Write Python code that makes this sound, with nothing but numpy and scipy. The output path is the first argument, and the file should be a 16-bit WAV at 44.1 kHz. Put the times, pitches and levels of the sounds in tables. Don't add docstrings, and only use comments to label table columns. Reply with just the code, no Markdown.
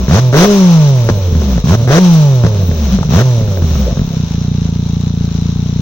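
import sys
import numpy as np
from scipy import signal
from scipy.fft import rfft, irfft
from scipy.io import wavfile
from scipy.ndimage import uniform_filter1d

SR = 44100
rng = np.random.default_rng(int(sys.argv[2]) if len(sys.argv) > 2 else 0)


def digitize_waveform(pressure):
    field = np.atleast_2d(pressure).T
    bounded = np.clip(field, -1, 1)
    quanta = np.round(bounded * 32767).astype(np.int16)
    wavfile.write(sys.argv[1], SR, quanta)


N = 256220
T = np.arange(N) / SR
IDLE_START_S, IDLE_HZ = 4.1665, 29.8
BURBLE_HZ = 117
UNFUELLED_DB = -30


def undb(db):
    return 10 ** (np.asarray(db) / 20)


def unit(x):
    return x / np.sqrt(np.mean(x ** 2, axis=-1, keepdims=True))


def curve(hz, table):
    f, value = np.transpose(table)
    return np.interp(np.log(np.maximum(hz, 1)), np.log(f), value)


def band(x, hz, width):
    return signal.lfilter(*signal.iirpeak(hz, hz / width, SR), x)


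def low(x, hz):
    return signal.lfilter(*signal.butter(2, hz, fs=SR), x)


def tail(kicks, decay_s):
    return signal.lfilter([1], [1, -np.exp(-1 / (decay_s * SR))], kicks)


def noise(colour, mono_hz):
    f = np.fft.rfftfreq(N, 1 / SR)
    mid, side = rfft(rng.standard_normal((2, N)))
    alike = 1 / (1 + (f / mono_hz) ** 2)
    mid, side = mid * np.sqrt(1 + alike), side * np.sqrt(1 - alike)
    return unit(irfft(undb(curve(f, colour)) * np.array([mid + side, mid - side]), N))


def wander(hz):
    hold = int(SR / hz)
    steps = np.repeat(rng.standard_normal(N // hold + 1), hold)
    return 1.53 * uniform_filter1d(uniform_filter1d(steps, hold), hold)[:N]


def clicks(times, gains):
    return np.bincount(np.clip((np.asarray(times) * SR).astype(int), 0, N - 1), gains, N)


def bump(s, width_s):
    return np.exp(-.5 * ((T - s) / width_s) ** 2)


# open t/s, shut t/s, top rate/Hz, drag build-up/s, drag share,
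# first slug/dB, last slug/dB, first blast/dB, last blast/dB, roar/dB
THROTTLE_BLIPS = [(.081, 0.195, 128.2, 0.19, 0.99, 0, -2, -11, -5.5, -18.5),
                  (.327, 0.451, 206.8, .1, 1.0, -12, -6, -4.5, -2, -14),
                  (1.639, 1.753, 117.4, .1, 0.98, -2, -0.5, -27, -6, -21.5),
                  (1.875, 1.984, 186.6, .03, 0.99, -3, -8, -6, -2.5, -16.5),
                  (3.089, 3.219, 130.8, .06, 0.99, -0.2, -2, -20.5, -5.5, -20)]
# t/s, rate sag/Hz, slug dip/dB
IDLE_STUMBLES = [(4.29, 3.0, 5), (4.66, 2.4, .5), (4.91, 1.7, .5), (5.149, 1.5, .5), (5.321, 2.1, 0),
                 (5.45, 1.3, -1)]
def firing_rate():
    step, overrun_s = 1e-3, .014
    hz, shut, build_s, share = 63.25, -1, 1, .7
    rates = []
    for t in np.arange(0, T[-1] + step, step):
        blip = next((b for b in THROTTLE_BLIPS if b[0] - overrun_s / 2 <= t < b[1] + overrun_s), None)
        if blip:
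            shut = blip[1] + overrun_s
            top_hz, build_s, share = blip[2:5]
            hz += (top_hz - hz) * min(step / (shut - t), 1)
        else:
            drag = 75 + .4 * hz + 35 * np.clip((hz - 112) / 10, 0, 1)
            hz = max(hz - step * share * drag * min((t - shut) / build_s, 1), IDLE_HZ)
        rates.append(hz)
    sag = sum(sag_hz * bump(s, .05) for s, sag_hz, _ in IDLE_STUMBLES)
    return np.interp(T, step * np.arange(len(rates)), uniform_filter1d(rates, 12)) - sag


def crank(hz):
    cycles = np.cumsum(hz) / SR
    for s in [b[0] for b in THROTTLE_BLIPS] + [IDLE_START_S]:
        miss = (cycles[int(s * SR)] + .5) % 1 - .5
        cycles -= miss * np.clip((T - s) / .03 + 1.05, 0, 1)
    return cycles


def fuel():
    idle = T > IDLE_START_S - .012
    dips = sum(db * bump(s - .015, .015) for s, _, db in IDLE_STUMBLES)
    slug_db = np.where(idle, -2.5 - dips, -60.)
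    blast_db = np.where(idle, -54, -80.)
    for opens, shuts, *_, slug0, slug1, blast0, blast1, _ in THROTTLE_BLIPS:
        on = (T >= opens - .003) & (T < shuts + .004)
        progress = np.clip((T - opens) / (shuts - opens), 0, 1)
        slug_db = np.where(on, slug0 + (slug1 - slug0) * progress, slug_db)
        blast_db = np.where(on, blast0 + (blast1 - blast0) * progress ** .43, blast_db)
    return slug_db, blast_db


# firing rate/Hz, drone/dB, rasp/dB, clatter/dB, high hiss/dB
COAST_MIX = [(29.6, -39.5, -58.5, -35.5, -56.5), (42, -36.5, -58, -33, -46), (53.5, -23.5, -49, -33, -50.5),
             (61.9, -13.5, -35.5, -28, -40), (82.6, -12.5, -43.5, -30.5, -42),
             (100.84, -13, -41.5, -31.5, -44), (127.2, -7.5, -46, -28.5, -43), (164, -4, -35, -23.5, -39.5),
             (186.4, -4.5, -36.5, -22, -39.5), (203, -8.5, -26, -19, -35)]
# firing rate/Hz, level/dB
PULL_DRONE = [(60, -30.5), (80, -31.5), (105, -12.5), (170, -5), (205, -7)]
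def faders(hz, slug_db):
    drone_db, *noise_db = (curve(hz, np.array(COAST_MIX)[:, [0, k]]) for k in range(1, 5))
    opens, shuts, roar_db = np.array(THROTTLE_BLIPS)[:, [0, 1, -1]].T
    open_dip_db = -3.5 * sum(bump(s - .0082, .0082) for s in opens)
    shut_dip_db = -3.5 * sum(bump(s + .018, .0082) for s in shuts)
    pulling = uniform_filter1d(1. * ((slug_db > UNFUELLED_DB) & (T < IDLE_START_S - .1)), 600)
    drone_db += pulling * (curve(hz, PULL_DRONE) - drone_db)
    drone_db += open_dip_db + shut_dip_db - 30 * (T > IDLE_START_S)
    roar = 0
    for start, end, db in zip(opens, shuts, roar_db):
        attack_db = -17 * np.clip(1 - (T - start) / .051, 0, 1)
        release = np.clip(1 - (T - end) / .012, 0, 1)
        roar += undb(db + attack_db) * (T > start) * release
    pop_s, crack_db, _ = np.transpose(AFTERFIRE)
    puff = undb(-19.5) * tail(clicks(pop_s, undb(crack_db)), decay_s=.011)
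    swing_db = np.interp(T, *np.transpose(PHONE_SWING)[:2]) * np.clip((42 - hz) / 10, 0, 1)
    beds = undb(np.array(noise_db) + swing_db + open_dip_db)
    surges = [undb(-3) * roar + puff, roar + puff, undb(-19) * roar]
    return drone_db, *(20 * np.log10(np.hypot(beds, surges)))


# multiple of the firing rate, level/dB, growth/dB per octave of rate above 90 Hz
DRONE_PARTIALS = [(2 / 3, -24, 0), (4 / 3, -26, 0), (2, -21, 24), (8 / 3, -22, 3), (3, -10, 4),
                  (10 / 3, -24, 3), (4, -9, 0), (5, -11, 0), (6, -15, 0), (7, -24, 8), (8, -27, 10),
                  (9, -29, 10), (10, -31, 10)]
# f/Hz, level/dB
PIPE_EQ = [(55, -9), (100, -8), (175, 0), (200, -3), (230, -13), (295, -40), (350, -22), (410, -15),
           (480, -19), (600, -12), (680, -21), (750, -38), (850, -14), (1200, -22), (1800, -45)]
def drone(hz, cycles, level_db):
    phase = 2 * np.pi * (cycles - .3)
    unrest = np.clip((BURBLE_HZ - hz) / 15, 0, 1)
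    tone = undb(1.3 * unrest * wander(30.5)) * np.cos(phase)
    for k, db, growth_db in DRONE_PARTIALS:
        db = db + curve(k * hz, PIPE_EQ) - curve(hz, PIPE_EQ)
        db += growth_db * np.log2(np.maximum(hz / 90, 1))
        drift = wander(22)
        gain = undb(db + (.7 + 2.8 * unrest) * drift)
        tone += gain * np.cos(k * phase - .9 * (k - 1) + 1.2 * unrest * drift[::-1])
    return np.sqrt(2) * undb(level_db) * tone


# f/Hz, level/dB
RASP_EQ = [(250, -2), (450, -4.5), (700, 5), (1100, 8.5), (1500, -2.5), (1850, -14.5), (2500, -28),
           (7000, -58)]
# f/Hz, level/dB
GURGLE_EQ = [(250, 1.5), (400, 9), (520, 13.5), (680, 8.5), (780, -22.5), (1500, -65)]
def exhaust_gas(hz, cycles, shut, rasp_db):
    rush = unit(1.2 + np.exp(-(cycles % 1) / .83))
    bark = unit(.19 + np.exp(-(cycles % 1) / .11))
    rasp = noise(RASP_EQ, 710) * np.where(shut, rush, bark) * undb(rasp_db + .5 * wander(29))
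    churn = uniform_filter1d(shut * np.clip((BURBLE_HZ + 10 - hz) / 15, 0, 1), 600)
    gurgle = noise(GURGLE_EQ, 1200) * churn * rush
    return rasp + gurgle * undb(-28 + .5 * (rasp_db + 32.5) + 3 * wander(35))


# f/Hz, level/dB
CLATTER_EQ = [(880, 2.5), (1500, -3), (1910, -7), (2490, -3.5), (3150, -2), (3940, -1), (4770, -6.5),
              (5820, 2.5), (6480, -1.5), (7910, -27), (9560, -37), (13000, -25)]
# f/Hz, level/dB
TAPPET_EQ = [(1500, -65.5), (3000, -23.5), (3600, 19), (4100, 19), (4700, -16.5), (7000, -65)]
def valve_clatter(cycles, level_db):
    tick = unit(.66 + np.exp(-((2 * cycles + .28) % 1) / .067))
    clatter = noise(CLATTER_EQ, 1200) * undb(level_db + wander(30))
    sheen = noise(TAPPET_EQ, 1100) * undb(-43 + .91 * wander(46))
    return tick * (clatter + sheen)


# f/Hz, level/dB
HISS_EQ = [(6000, -66), (7500, -29.5), (13000, -65), (14300, -22.5), (15200, 18.5), (15800, 23),
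           (16400, -17)]
def high_hiss(level_db):
    return noise(HISS_EQ, 1200) * undb(level_db + 1.7 * wander(58))


def buffet(rasp_db):
    rumble = noise([(15, -10), (30, 0), (50, -8), (100, -30), (400, -70)], mono_hz=24)
    return rumble * undb(-33 + .25 * (rasp_db + 35) + 2.5 * wander(6))


# delay/s, level/dB, low-pass f/Hz
PIPE_ECHOES = [(.0117, -11, 300), (.0222, -3, 80)]
def thump(kicks):
    def ring(x):
        slug = low(np.convolve(x, np.hanning(int(.0053 * SR)))[:len(x)], 246)
        body = signal.lfilter(*signal.butter(1, 40, "high", fs=SR), band(slug, 163.6, 142))
        echoes = sum(undb(db) * low(np.pad(body, (int(s * SR), 0))[:len(x)], hz)
                     for s, db, hz in PIPE_ECHOES)
        breath = .3 * band(slug, 60, 30)
        honk = undb(19) * band(low(x, 356), 418, 62)
        return body + echoes + breath + honk
    return ring(kicks) / np.abs(ring(signal.unit_impulse(2000))).max()


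# f/Hz, width/Hz, level/dB
SILENCER_MODES = [(369, 195, 2.5), (652, 353, 0), (1124, 1050, -5.5), (1626, 1080, -7.5),
                  (4450, 1000, -27.5)]
def blast(kicks, modes=SILENCER_MODES):
    def ring(x):
        return sum((-1) ** k * undb(db) * band(x, hz, width) for k, (hz, width, db) in enumerate(modes))
    turbulence = .069 * tail(kicks, decay_s=.0048) * rng.standard_normal(N)
    return low(ring(kicks + turbulence), 6700) / np.abs(ring(signal.unit_impulse(2000))).max()


def firings(hz, cycles, slug_db, blast_db):
    at = np.flatnonzero(np.diff(np.floor(cycles)) > 0)
    slug_scatter, blast_scatter, stray_scatter = rng.standard_normal((3, len(at)))
    dice, delay = rng.random((2, len(at)))
    uneven_db = np.resize([0, -.6, -.2], len(at)) + 1.1 * slug_scatter
    fire_db = slug_db[at] + uneven_db
    half_burns = (dice < .4) & (hz[at] < BURBLE_HZ) & (fire_db < UNFUELLED_DB)
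    strays = clicks(T[at] + delay / hz[at], half_burns * undb(-13.5 + 2.5 * stray_scatter))
    apart = np.clip((140 - hz[at]) / 50, 0, 1)
    slugs = clicks(T[at], apart * undb(fire_db))
    fronts = clicks(T[at] + .001, -undb(blast_db[at] + uneven_db + 1.4 * blast_scatter))
    return thump(slugs + strays) + blast(fronts + .065 * strays)


# t/s, crack level/dB, thump
# level/dB
AFTERFIRE = [(1.089, -2.5, -4), (1.098, -6.5, -2), (1.198, -24, -21), (1.324, -24, -2), (1.351, -14, -3),
             (1.418, -14, -13.5), (1.459, -30, -17.5), (1.563, -25, -8), (1.579, -11, -3),
             (1.6, -28, -18.5), (2.437, -9, -2), (2.448, -8, 0.5), (2.465, -7.5, -23), (2.501, -26.5, -15),
             (2.589, -33, -18.5), (2.618, -29, -18), (2.688, -28, -1.5), (2.714, -13.5, -7.5),
             (2.74, -27, -11), (2.794, -28.5, -18.5), (2.866, -19.5, -25.5), (2.987, -14, -2),
             (3.009, -22, -2.5), (3.049, -30, -7.5), (3.41, -16, -3.5), (3.477, -19, -10),
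             (3.573, -14, -16.5), (3.621, -14.5, -2.5), (3.642, -24, -2.5), (3.709, -29, -3.5),
             (3.754, -16, -20), (3.852, -17.5, -16), (3.908, -20.5, -11), (3.923, -35, -2),
             (3.971, -18, -5), (3.993, -16.5, -1.5), (4.014, -24, -0.5), (4.045, -43, -7),
             (4.074, -31, -5.5), (4.104, -40, -5.5), (4.135, -28, -6)]
def pops():
    s, crack_db, thump_db = np.transpose(AFTERFIRE)
    return thump(clicks(s, undb(thump_db))) + blast(clicks(s, undb(crack_db)))


# t/s, level/dB
KNOCK_CUE = [(3.03, -12)]
# f/Hz, width/Hz, level/dB
KNOCK_RING = [(800, 150, 0), (1400, 260, -5), (3500, 2500, -20)]
def knock():
    s, db = np.transpose(KNOCK_CUE)
    return blast(clicks(s, undb(db)), KNOCK_RING)


def spread(pipe):
    side = .1 * np.roll(pipe, 200) + .025 * np.roll(band(pipe, 670, 2200), 60)
    return np.array([pipe + side, np.roll(pipe, 6) - side])


# f/Hz, left minus right/dB
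STEREO_LEAN = [(60, .9), (200, .1), (700, 2), (1300, 4.5), (2400, 2.5), (4400, 5), (8000, 3), (15000, 7)]
# t/s, engine noise trim/dB, left minus right/dB
PHONE_SWING = [(4.1, 2.5, -0.5), (4.38, 3, -0.5), (4.48, 0.2, -0.8), (5.81, 0.5, 1)]
def pan(stereo):
    lean_db = curve(np.fft.rfftfreq(N, 1 / SR), STEREO_LEAN) / 2
    swing_db = np.interp(T, *np.transpose(PHONE_SWING)[::2]) / 2
    return irfft(rfft(stereo) * undb([lean_db, -lean_db]), N) * undb([swing_db, -swing_db])


def scene():
    hz = firing_rate()
    cycles = crank(hz)
    slug_db, blast_db = fuel()
    drone_db, rasp_db, clatter_db, hiss_db = faders(hz, slug_db)
    pipe = drone(hz, cycles, drone_db) + firings(hz, cycles, slug_db, blast_db) + pops() + knock()
    gas = exhaust_gas(hz, cycles, slug_db < UNFUELLED_DB, rasp_db)
    top = valve_clatter(cycles, clatter_db) + high_hiss(hiss_db)
    return pan(spread(pipe) + gas + top + buffet(rasp_db))


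def record(dry):
    squashed = dry / (1 + np.abs(dry / 1.53) ** 5) ** (1 / 5)
    top_cut = signal.ellip(8, .2, 80, 16200, fs=SR, output="sos")
    return np.clip(signal.sosfilt(top_cut, np.clip(squashed, -1, 1)), -1, 1)


dry = scene()
out = record(dry)
digitize_waveform(out)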